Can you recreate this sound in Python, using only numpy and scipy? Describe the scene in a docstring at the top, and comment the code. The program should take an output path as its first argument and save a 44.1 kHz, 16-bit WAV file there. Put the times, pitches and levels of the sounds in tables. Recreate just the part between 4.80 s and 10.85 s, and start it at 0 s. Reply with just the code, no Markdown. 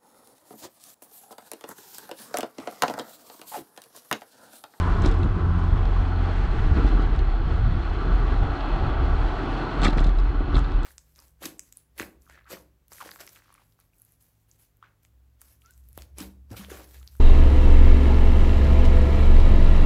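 """Asphalt street, on a rolling bicycle; one microphone fixed to it, so close on every part of it.
From the start the frame bounces on its tyres (a wandering sine), wind buffets the microphone (coloured noise)
and road grain rings through tyre and frame (resonances); a hum and a roar off parked cars fade by about 1.8 s.
Wheels cross patch edges and loose parts rattle (ringing modes) from 0.2 s and again around 2 s.
A faint trembling tone joins at 3.2 s, the road grows louder near 4 s, and the densest rattle comes at 5 s."""
import sys
import numpy as np
from scipy import signal
from scipy.fft import rfft, irfft
from scipy.io import wavfile
from scipy.ndimage import uniform_filter1d

SR = 44100
rng = np.random.default_rng(int(sys.argv[2]) if len(sys.argv) > 2 else 0)


def master(y):
    """Save y as 16-bit WAV."""
    cut = np.clip(np.atleast_2d(y).T, -1, 1)
    pcm = np.round(cut * 32767)  # scale
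    wavfile.write(sys.argv[1], SR, pcm.astype(np.int16))


def magnitude_from_level(level_db):
    """Linear magnitude for a level in decibels (20 dB per decade)."""
    exponent = np.asarray(level_db, float) / 20
    return 10 ** exponent


N = 266805

# frame bouncing on the tyres: (time [s], level [dB])
BOUNCE_LEVEL = [(0.0, -28), (0.22, -26), (0.29, -15), (0.4, -23.5), (0.54, -19.5), (0.59, -31.5),
                (1.13, -17.5), (1.2, -22.5), (2.0, -25), (2.04, -15.5), (2.93, -30.5), (2.98, -26),
                (3.1, -21), (3.25, -27.5), (3.33, -20), (3.72, -24), (3.76, -35), (3.94, -19),
                (3.99, -32.5), (4.45, -21.5), (4.52, -32), (4.73, -23), (4.92, -38.5), (5.04, -20.5),
                (5.37, -15.5), (5.71, -28), (5.8, -19.5), (5.9, -23), (5.95, -16), (6.05, -23)]
# hum beside the parked cars: (time [s], fundamental level [dB], octave level [dB])
HUM_LEVEL = [(0.0, -18.5, -31.5), (0.1, -24, -31.5), (0.2, -30, -36), (0.3, -28, -35.5), (0.42, -18, -50),
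             (0.47, -41, -47), (0.56, -27, -41), (0.68, -21, -34), (0.8, -24, -36), (0.9, -26, -38),
             (0.97, -28, -41), (1.05, -33, -43), (1.2, -25, -43), (1.55, -25.5, -43), (1.76, -39, -34.5)]
# upper harmonics of the hum: (multiple of the fundamental, level over the fundamental [dB])
HUM_HARMONICS = [(3, -21.5), (4, -30.5)]
# wind on the microphone: (time [s], buffet level [dB], lift of the faster flutter [dB], air hiss level [dB])
WIND_LEVEL = [(0.0, -25, -3, -61.5), (0.23, -19.5, -1, -66), (0.29, -25, 10, -62), (0.35, -32.5, 4, -66.5),
              (0.46, -20.5, 1, -70), (0.62, -27, 3.5, -71.5), (0.76, -29, 0.5, -69), (0.93, -21, 0, -69),
              (1.14, -32, -5.5, -67.5), (1.5, -35, 13, -67), (1.53, -32.5, -3, -65.5), (1.72, -20, -1, -65),
              (1.85, -25, -3.5, -64), (1.97, -19.5, 3.5, -67.5), (2.12, -32.5, 3, -65.5),
              (2.18, -25.5, 4, -69), (2.44, -25.5, -8, -69.5), (2.59, -28, -2, -71), (2.73, -20, -1, -67.5),
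              (2.78, -22, -3.5, -70.5), (2.85, -18, -3, -71.5), (2.92, -19.5, -2.5, -70),
              (3.0, -22.5, -1.5, -68.5), (3.17, -27.5, -7, -69.5), (3.31, -24, 4, -70.5),
              (3.37, -28, -3, -67.5), (3.59, -26.5, -5, -66.5), (3.62, -21, -11.5, -66.5),
              (3.89, -39, 14, -68), (4.06, -22, -3, -68), (4.15, -25.5, -3, -70.5),
              (4.25, -21, -10.5, -67.5), (4.5, -29, 0.5, -66), (4.94, -38, 20, -66), (5.04, -27, 4, -68),
              (5.15, -40, 8, -66), (5.17, -26.5, 6, -68), (5.36, -29.5, -2, -71.5), (5.61, -29, -4.5, -74),
              (5.78, -23, -2, -72), (5.85, -33.5, 5, -70), (6.05, -29, -3, -74)]
# relative spectrum of the buffeting: (frequency [Hz], density [dB per Hz])
BUFFET_SPECTRUM = [(16, 0), (24, -0.5), (32, 3.5), (45, 1.5), (70, 4.5), (110, -3), (160, -8), (230, -17),
                   (400, -37.5)]
# relative spectrum of the air hiss: (frequency [Hz], density [dB per Hz])
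HISS_SPECTRUM = [(1000, -22), (1700, 3), (2420, -6), (3010, -7), (3790, -13), (4250, -13.5), (4620, -16.5),
                 (5110, -19), (10600, -35.5), (13700, -63), (22000, -120)]
# road under the wheels, between the bumps:
# (time [s], tyre thrum [dB], frame roar [dB], spoke whirr [dB], grit sizzle [dB])
ROAD_LEVEL = [(0.0, -37, -41.5, -36, -51.5), (0.35, -35, -43.5, -42, -56), (0.7, -40, -46, -40.5, -57),
              (1.1, -39.5, -41, -42.5, -51.5), (1.55, -39.5, -41, -41, -52.5), (1.9, -37, -42, -41, -53.5),
              (2.4, -40, -43.5, -43.5, -52), (2.9, -40, -43, -42, -51), (3.3, -38.5, -43, -41.5, -52),
              (3.9, -37, -36, -37.5, -46.5), (4.4, -35, -37, -38, -48.5), (5.0, -33, -37, -36, -45.5),
              (5.15, -42.5, -40.5, -43, -56), (5.4, -39, -44.5, -41.5, -52.5),
              (6.05, -40, -43.5, -42.5, -51.5)]
# resonances of the tyre: (frequency [Hz], width [Hz], relative level [dB])
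TYRE_RESONANCES = [(250, 75.6, -5.5), (295, 38, -1.5), (340.4, 32.3, -1.5), (399.6, 57, -4.5),
                   (447, 50.4, -6.5)]
# resonances of the frame: (frequency [Hz], width [Hz], relative level [dB])
FRAME_RESONANCES = [(537, 200, -11.5), (667, 86, -3.5), (767, 71, -2), (895, 67, -5.5)]
# resonances of the spokes: (frequency [Hz], width [Hz], relative level [dB])
SPOKE_RESONANCES = [(985, 99, -4), (1159, 71, 0.5), (1318, 47, 1), (1470, 67, -1.5), (1646, 65, -8.5)]
# resonances of small parts on the frame: (frequency [Hz], width [Hz], relative level [dB])
SMALL_PART_RESONANCES = [(1927, 170, 1), (2260, 420, -4.5), (2597, 130, 1), (3026, 240, -3.5),
                         (3384, 180, -1.5), (3930, 270, -7.5), (4214, 130, -2), (4560, 290, -13)]
# coarse spots that shake the wheels harder: (time of peak [s], half of the rise time [s], lift [dB])
COARSE_SPOTS = [(0.15, 0.042, 1.5), (0.27, 0.038, 5.5), (0.44, 0.034, 2.5), (0.6, 0.016, 4),
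                (1.46, 0.044, 5), (1.992, 0.041, 9.5), (2.09, 0.045, 5), (2.2, 0.054, 7), (2.34, 0.016, 4),
                (2.71, 0.018, 4), (3.24, 0.13, 4.5), (3.52, 0.025, 4.5), (3.89, 0.031, 0.5),
                (4.63, 0.0099, 1.5), (5.045, 0.017, 12), (5.12, 0.033, 6), (5.19, 0.028, 10.5),
                (5.27, 0.027, 3.5), (5.61, 0.014, 0), (5.69, 0.016, 2.5), (5.77, 0.037, 7)]
# share of that lift taken by each: (thrum [dB per dB], roar [dB per dB], whirr [dB per dB], sizzle [dB per dB])
LIFT_SHARES = (0.88, 0.45, 0.67, 0.6)
# tyre roar thrown back by the parked cars: (time [s], level [dB])
THROWN_BACK_LEVEL = [(0.0, -34), (0.2, -38.5), (0.35, -46), (0.55, -48), (0.85, -43), (1.2, -46),
                     (1.6, -69), (6.05, -89)]
# resonances of the car sides: (frequency [Hz], width [Hz], relative level [dB])
CAR_SIDE_RESONANCES = [(566, 190, -10.5), (1034, 103, -1)]
# knocks of loose parts: (time [s], blow level [dB], lift of the low modes [dB], lift of the high modes [dB])
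KNOCKS = [(0.219, -33, -1, -4), (0.236, -30, -7, -17), (0.245, -28, 3, -15), (0.252, -39, 0, -11),
          (0.2583, -19.5, -12, -10.5), (0.268, -45, -5, -9), (0.274, -34, -6, -10), (0.286, -36, -6, -7),
          (0.311, -33, -6, -14), (0.319, -34, -5, -22), (0.338, -40, -6, -14), (0.3865, -47, -5, -6),
          (0.4287, -29.5, -8, -20), (0.441, -43, -9, -8), (1.052, -35, -12, -19), (1.966, -32, -12, -26),
          (1.972, -33, -8, -28), (1.98, -44, 13, -23), (2.064, -32, -7, -18), (2.075, -29, -19, -32),
          (2.087, -39, -8, -10), (2.113, -45, -6, -14), (2.221, -45, -8, -9), (2.347, -36, -16, -21),
          (2.36, -38, -13, -13), (2.389, -30.5, -22, -18), (3.805, -30.5, -10, -35), (5.0156, -29, -10, -9),
          (5.024, -31, 3, -15), (5.0307, -17, -6, -20), (5.036, -24, -1, -12), (5.04, -28, -6, -9),
          (5.0448, -17.5, -3, -12), (5.0495, -22, 9, -11), (5.054, -28, 10.5, -15), (5.0555, -29, -7, -14),
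          (5.06, -30, -1, -14), (5.064, -27, 7, -18), (5.068, -35, 2, -17), (5.0745, -26, -17, -14),
          (5.0793, -21, -22, -22), (5.0845, -35, -14, -20), (5.0965, -32, -16, -24),
          (5.1025, -32, -11, -11), (5.128, -32, 2, -16), (5.1725, -34, -10, -13), (5.179, -27.5, 2, -13),
          (5.1897, -25, -13, -23), (5.201, -39.5, -14, 0), (5.212, -40, -6, -14), (5.224, -43, 12, -28),
          (5.2405, -27.5, -17, -12.5), (5.244, -33, -16, -25), (5.264, -33, -18, -14),
          (5.269, -35, -14, -13), (5.2907, -34.5, 2, -16), (5.3847, -28, -19, -29), (5.3974, -41, -21, -12),
          (5.743, -28, -8, -26), (5.752, -24.5, -8, -21), (5.765, -25.5, -3, -13), (5.778, -34, 3, -12),
          (5.789, -32.5, -15, -7), (5.8424, -31.5, -4, -33), (5.9173, -41, -11, -13),
          (5.9384, -38, -19, -27), (6.03, -40, -13, -5)]
# modes of the loose parts: (frequency [Hz], relative level [dB], decay by 60 dB [s])
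PART_MODES = [(570, -9.5, 0.022), (930, -14.5, 0.025), (1270, -9.5, 0.03), (1745, -8.5, 0.014),
              (1937, -11.5, 0.017), (2290, -12, 0.017), (2664, -15.5, .02), (3140, -18, 0.0071),
              (3290, -10, 0.009), (3600, -10, 0.0094), (3940, -10, 0.0087), (4230, -11.5, 0.0079),
              (4970, -18, 0.007), (5140, 2.5, 0.0029), (6200, -5, 0.0063), (6960, -6.5, 0.005),
              (7600, -4, 0.005), (8900, -13.5, 0.0082), (9800, -9, 0.0018), (12600, -21.5, 0.003),
              (14300, -25, 0.002)]
# wheel striking an edge: (time [s], blow level [dB], lift of the modes above 250 Hz [dB])
EDGE_BLOWS = [(0.2464, -5, -3), (0.261, -6.5, 5), (0.271, -8.5, -14), (0.449, -4.5, -12), (0.46, -8, -3),
              (1.951, -14, -7), (1.97, -15, 11), (2.022, -10.5, -7), (2.047, -12, 7), (2.071, -21, -1),
              (2.108, -20, -5), (2.151, -9, -6), (2.175, -22, 6), (2.195, -20, 8), (2.215, -24, 5),
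              (2.336, -22, 1), (3.201, -21, 5), (3.88, -20, 10), (4.635, -16, 7), (5.031, -7.5, -8),
              (5.04, -9, -4), (5.057, -1, -10), (5.074, -9.5, 4), (5.085, -10.5, 9.5), (5.128, -11, 2),
              (5.169, -14, 8), (5.208, -8.5, 3.5), (5.26, -7.5, -3), (5.285, -20, 8), (5.607, -21, 14.5),
              (5.689, -23.5, 14), (5.744, -12, 5.5), (5.764, -8, -1), (5.788, -18, -3)]
# modes of the rim: (frequency [Hz], relative level [dB], decay by 60 dB [s])
RIM_MODES = [(134.7, -16, 0.09), (206, -14, 0.055), (266.5, -23, 0.087), (295.7, -21.5, 0.14),
             (351, -25, 0.07), (453, -24.5, 0.014), (593, -27.5, 0.026)]

BOUNCE_HZ, BOUNCE_WANDER, BOUNCE_TREMBLE = 39.66, 0.0257, 0.0712  # pitch; slow and fast share of pitch change
BOUNCE_SWELL_DB = 1  # slower chance swells of the bounce
HUM_HZ, HUM_RISE_HZ, HUM_RISE_FROM_S, HUM_RISE_S = 84.75, 1.413, 0.403, 0.3
GUST_DB, HISS_GUST_DB = 2, 0.93  # spread of the chance gusts
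FLUTTER_AGAINST = 0.33  # how far the faster flutter holds its level through a chance gust
HISS_FOLLOWS = 0.33  # growth of the hiss, dB per dB of coarseness
GRIT_PER_S, GRIT_DB = 350, -7  # single stones among the road grain
CHATTER_PER_S, CHATTER_DB = 7.8, -56  # chance knocks where no coarse spot lifts them
CHATTER_FOLLOWS = 0.6  # growth of their level and number, dB per dB of coarseness
CRACK_DB, CRACK_AFTER_S = -4, 0.002  # clean blow of a knock, just after its start
SCUFF_S, JANGLE_S, JANGLE_LEAD_S, JANGLE_DB = 0.0011, 0.007, 0.0067, -9
TONE_FROM_S, TONE_TO_S, TONE_HZ, TONE_DB = 3.2, 6.2, 290.2, -45


def rms_one(x):
    """Scale to unit rms."""
    return x / np.sqrt(np.mean(x ** 2) + 1e-20)


def in_time(rows):
    """Columns of a table, joined by straight lines at every sample."""
    s, *columns = np.transpose(rows)
    return [np.interp(np.arange(N) / SR, s, column) for column in columns]


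def drift(rate_hz):
    """Slow chance of spread 1: noise at every 40th sample through two equal one-pole low-passes."""
    r = np.exp(-80 * np.pi * rate_hz / SR)
    noise = rng.standard_normal(N // 40 + 2002)
    slow = signal.lfilter([1], [1, -2 * r, r * r], noise)[2000:]  # the run-in is cut off
    return np.interp(np.arange(N) / 40, np.arange(len(slow)), rms_one(slow - slow.mean()))


def coloured(spectrum, patchy_db, lump_rate, tilt_db=0, band=(0, 1e5)):
    """Lumpy noise of a given spectrum, rms 1 within band before tilt_db lifts what lies above about 100 Hz."""
    hz, db = np.transpose(spectrum)
    grid = np.fft.rfftfreq(N, 1 / SR) + 1e-3
    shape = magnitude_from_level(np.interp(np.log(grid), np.log(hz), db, left=-90, right=-90))
    in_band = (grid > band[0]) & (grid < band[1])
    shape = shape * np.sqrt(len(grid) / np.sum(shape[in_band] ** 2))
    white = rfft(rng.standard_normal(N))
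    upper = 1 / (1 + (105 / grid) ** 6)
    low_noise = irfft(white * shape * (1 - upper), N)
    high_noise = irfft(white * shape * upper, N)
    return (low_noise + magnitude_from_level(tilt_db) * high_noise) * rms_one(magnitude_from_level(patchy_db * drift(lump_rate)))


def evened(x, span_s, share):
    """Take a share of the chance swells out of a noise, so that its level table carries the lumps."""
    level = np.sqrt(uniform_filter1d(x ** 2, int(span_s * SR)) + 1e-6)
    return x / level ** np.clip(share, 0, 1)


def coarseness():
    """Lift in dB over the coarse spots, each a triangle in time."""
    s = np.arange(N) / SR
    return sum(db * np.clip(1 - abs(s - at) / (2 * half_rise_s), 0, 1) for at, half_rise_s, db in COARSE_SPOTS)


def shower(per_s, spread_db):
    """Clicks at chance moments, of uneven size."""
    return (rng.random(N) < per_s / SR) * magnitude_from_level(spread_db * np.minimum(rng.exponential(1, N), 4))


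def shaken(resonances, grain_db, patchy_db):
    """Road grain, a dense uneven shower of tiny blows, into steep parallel resonances; rms 1."""
    grain = rng.standard_normal(N) * magnitude_from_level(grain_db * drift(79.0))
    stones = shower(GRIT_PER_S, spread_db=3.0) * rng.choice([-1, 1], N)
    grain = rms_one(grain) + magnitude_from_level(GRIT_DB) * rms_one(stones)
    out = np.zeros(N)
    for k, (hz, width, db) in enumerate(resonances):
        r = np.exp(-np.pi * width / SR)
        b = (1 - r * r) / 2 * np.array([1, 0, -1])
        a = [1, -2 * r * np.cos(2 * np.pi * hz / SR), r * r]
        level = magnitude_from_level(db + patchy_db * drift(2.5))
        out += (-1) ** k * level * signal.lfilter(b, a, grain)  # neighbours in opposite sign
    return rms_one(out)


def strikes(times, sizes):
    """One click a blow."""
    clicks = np.zeros(N)
    np.add.at(clicks, np.round(times * SR).astype(int), sizes)
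    return clicks


def swell(blows, length_s):
    """Each click becomes a hump that rises and dies, of unit energy."""
    r = np.exp(-1 / (length_s * SR))
    return signal.lfilter([2 * (1 - r) ** 1.5], [1, -2 * r, r * r], blows + 1e-18)


def ring(clicks, hz, t60):
    """A unit click sets a sine of height 1 ringing, down 60 dB after t60 seconds."""
    r = np.exp(-np.log(1000) / (t60 * SR))
    w = 2 * np.pi * hz / SR
    return signal.lfilter([0, np.sin(w)], [1, -2 * r * np.cos(w), r * r], clicks + 1e-18)


def bounce():
    """A near sine whose pitch wanders and trembles as the load on the tyres shifts."""
    db, = in_time(BOUNCE_LEVEL)
    hz = BOUNCE_HZ * (1 + BOUNCE_WANDER * drift(1.11) + BOUNCE_TREMBLE * drift(9.6))
    swells = rms_one(magnitude_from_level(BOUNCE_SWELL_DB * drift(7.2) + 2.4 * drift(23.0)))
    return np.sqrt(2) * magnitude_from_level(db) * swells * np.sin(2 * np.pi * np.cumsum(hz) / SR)


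def hum():
    """A low stack of harmonics, gliding up a little in pitch, that fades as the cars fall behind."""
    db, octave_db = in_time(HUM_LEVEL)
    s = np.arange(N) / SR
    fade = np.clip((HUM_LEVEL[-1][0] - s) / 0.14, 0, 1)
    hz = HUM_HZ + HUM_RISE_HZ * np.clip((s - HUM_RISE_FROM_S) / HUM_RISE_S, 0, 1)
    turn = 2 * np.pi * np.cumsum(hz) / SR
    upper = sum(magnitude_from_level(level_db + 0.4 * drift(11.0)) * np.sin(int(k) * turn) for k, level_db in HUM_HARMONICS)
    stack = magnitude_from_level(db + 0.51 * drift(3.7)) * (np.sin(turn) + upper)
    octave = magnitude_from_level(octave_db + 2.0 * drift(8.5)) * np.sin(2 * turn)
    return np.sqrt(2) * fade * (stack + octave)


def wind():
    """Lumpy low buffeting at the microphone and a smoother hiss; over coarse spots a bright treble wash swells
    in the same band."""
    buffet_db, flutter_db, hiss_db = in_time(WIND_LEVEL)
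    gust_db = GUST_DB * drift(6.5)
    tilt_db = flutter_db - FLUTTER_AGAINST * gust_db
    buffet = coloured(BUFFET_SPECTRUM, patchy_db=-0.5, lump_rate=14.0, tilt_db=tilt_db, band=(50, 200))
    buffet = evened(buffet, span_s=0.045, share=0.8)
    hiss = coloured(HISS_SPECTRUM, patchy_db=0.6, lump_rate=27.0, band=(5000, 10000))
    hiss_db = hiss_db + HISS_GUST_DB * drift(4.9) + HISS_FOLLOWS * coarseness()
    return magnitude_from_level(buffet_db + gust_db) * buffet + magnitude_from_level(hiss_db) * hiss


def road():
    """Tyre, frame, spokes and small parts each ring to road grain, louder over coarse spots."""
    lift_db = coarseness()
    levels_db = [db + share * lift_db for db, share in zip(in_time(ROAD_LEVEL), LIFT_SHARES)]
    thrum_db, roar_db, whirr_db, sizzle_db = levels_db
    thrum = magnitude_from_level(thrum_db) * shaken(TYRE_RESONANCES, grain_db=-1.0, patchy_db=0.88)
    roar = magnitude_from_level(roar_db) * shaken(FRAME_RESONANCES, grain_db=0.5, patchy_db=0.2)
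    whirr = magnitude_from_level(whirr_db) * shaken(SPOKE_RESONANCES, grain_db=0.6, patchy_db=0.43)
    sizzle = magnitude_from_level(sizzle_db) * shaken(SMALL_PART_RESONANCES, grain_db=1.0, patchy_db=1.0)
    dull = signal.butter(4, 5200, fs=SR, output="sos")  # rubber and padding swallow the top
    return signal.sosfilt(dull, thrum + roar + whirr + sizzle)


def thrown_back():
    """Roar off the car sides: road grain of its own in two resonances, sinking as they fall behind."""
    db, = in_time(THROWN_BACK_LEVEL)
    return magnitude_from_level(db) * shaken(CAR_SIDE_RESONANCES, grain_db=3.5, patchy_db=-0.5)


def rattle():
    """Loose parts knock: a clean crack, a short noisy scuff and a fainter, longer jangle drive every mode."""
    s, blow_db, low_db, high_db = np.transpose(KNOCKS)
    chance = rng.standard_normal((len(s), len(PART_MODES), 2))
    # each knock rebounds once, after a chance gap
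    again = np.minimum(s + rng.uniform(0.0086, 0.013, len(s)), (N - 1) / SR)
    lift_db = CHATTER_FOLLOWS * coarseness()
    chatter = magnitude_from_level(CHATTER_DB + lift_db) * shower(CHATTER_PER_S * magnitude_from_level(lift_db), spread_db=5.0)
    out = np.zeros(N)
    for k, (hz, db, t60) in enumerate(PART_MODES):
        share_db = low_db if k < 6 else high_db if k > 12 else 0
        level_db = blow_db + share_db + db
        first = strikes(s, magnitude_from_level(level_db + 1.65 * chance[:, k, 0]))
        rebound = strikes(again, magnitude_from_level(level_db - 24 + 3.5 * chance[:, k, 1]))
        blows = first + rebound + chatter * magnitude_from_level(db - 15.5 * (k > 12))  # chatter is weak in the high modes
        # the scuff peaks with the crack; the jangle builds before it and dies after
        scuff = np.roll(swell(blows, SCUFF_S), int((CRACK_AFTER_S - SCUFF_S) * SR))
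        jangle = magnitude_from_level(JANGLE_DB) * np.roll(swell(blows, JANGLE_S), -int(JANGLE_LEAD_S * SR))
        crack = magnitude_from_level(CRACK_DB) * np.roll(blows, int(CRACK_AFTER_S * SR))
        rings = ring((scuff + jangle) * rng.standard_normal(N) + crack, hz, t60)
        # each mode keeps to its own band, with no broad click around it
        around_mode = signal.butter(2, [hz / 1.07, hz * 1.28], "band", fs=SR, output="sos")
        out += signal.sosfilt(around_mode, rings)
    return out


def thuds():
    """At a patch edge a soft blow through the tyre, of either sign, sets the wheel ringing low."""
    s, blow_db, upper_db = np.transpose(EDGE_BLOWS)
    chance = rng.standard_normal((len(s), len(RIM_MODES)))
    way = rng.choice([-1, 1], len(s))
    out = np.zeros(N)
    for k, (hz, db, t60) in enumerate(RIM_MODES):
        level_db = blow_db + db + (hz > 250) * upper_db + 0.9 * chance[:, k]
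        out += ring(strikes(s, way * magnitude_from_level(level_db)), hz, t60)
    return signal.sosfilt(signal.butter(2, 850, fs=SR, output="sos"), out)


def trembling_tone():
    """A faint sine, unsteady in pitch and level, through the later part of the ride."""
    s = np.arange(N) / SR
    fades = np.clip(np.minimum(s - TONE_FROM_S, TONE_TO_S - s) / 0.027, 0, 1)
    hz = TONE_HZ * (1 + 0.01057 * drift(3.1) + 0.017 * drift(20.0))
    level = magnitude_from_level(TONE_DB + 1.5 * drift(4.0) + 2.0 * drift(21.0))
    return fades * np.sqrt(2) * level * np.sin(2 * np.pi * np.cumsum(hz) / SR)


def scene():
    """Everything reaches one microphone through air and mount."""
    rolling = bounce() + hum() + wind() + road() + thrown_back()
    return (rolling + rattle() + thuds() + trembling_tone())[None]


def low_pass(x):
    """Removes everything above the highest recorded frequency."""
    return signal.sosfilt(signal.butter(12, 15400, fs=SR, output="sos"), x)


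def record(dry):
    """The very top is weak, a little weaker still above 11 kHz."""
    weak_top = signal.butter(3, 10500, fs=SR, output="sos")
    heard = signal.sosfilt(weak_top, dry)
    below_step = signal.sosfiltfilt(signal.butter(8, 10900, fs=SR, output="sos"), heard)
    above_step = heard - below_step
    return low_pass(below_step + magnitude_from_level(-1.5) * above_step)


dry = scene()
out = record(dry)
master(out)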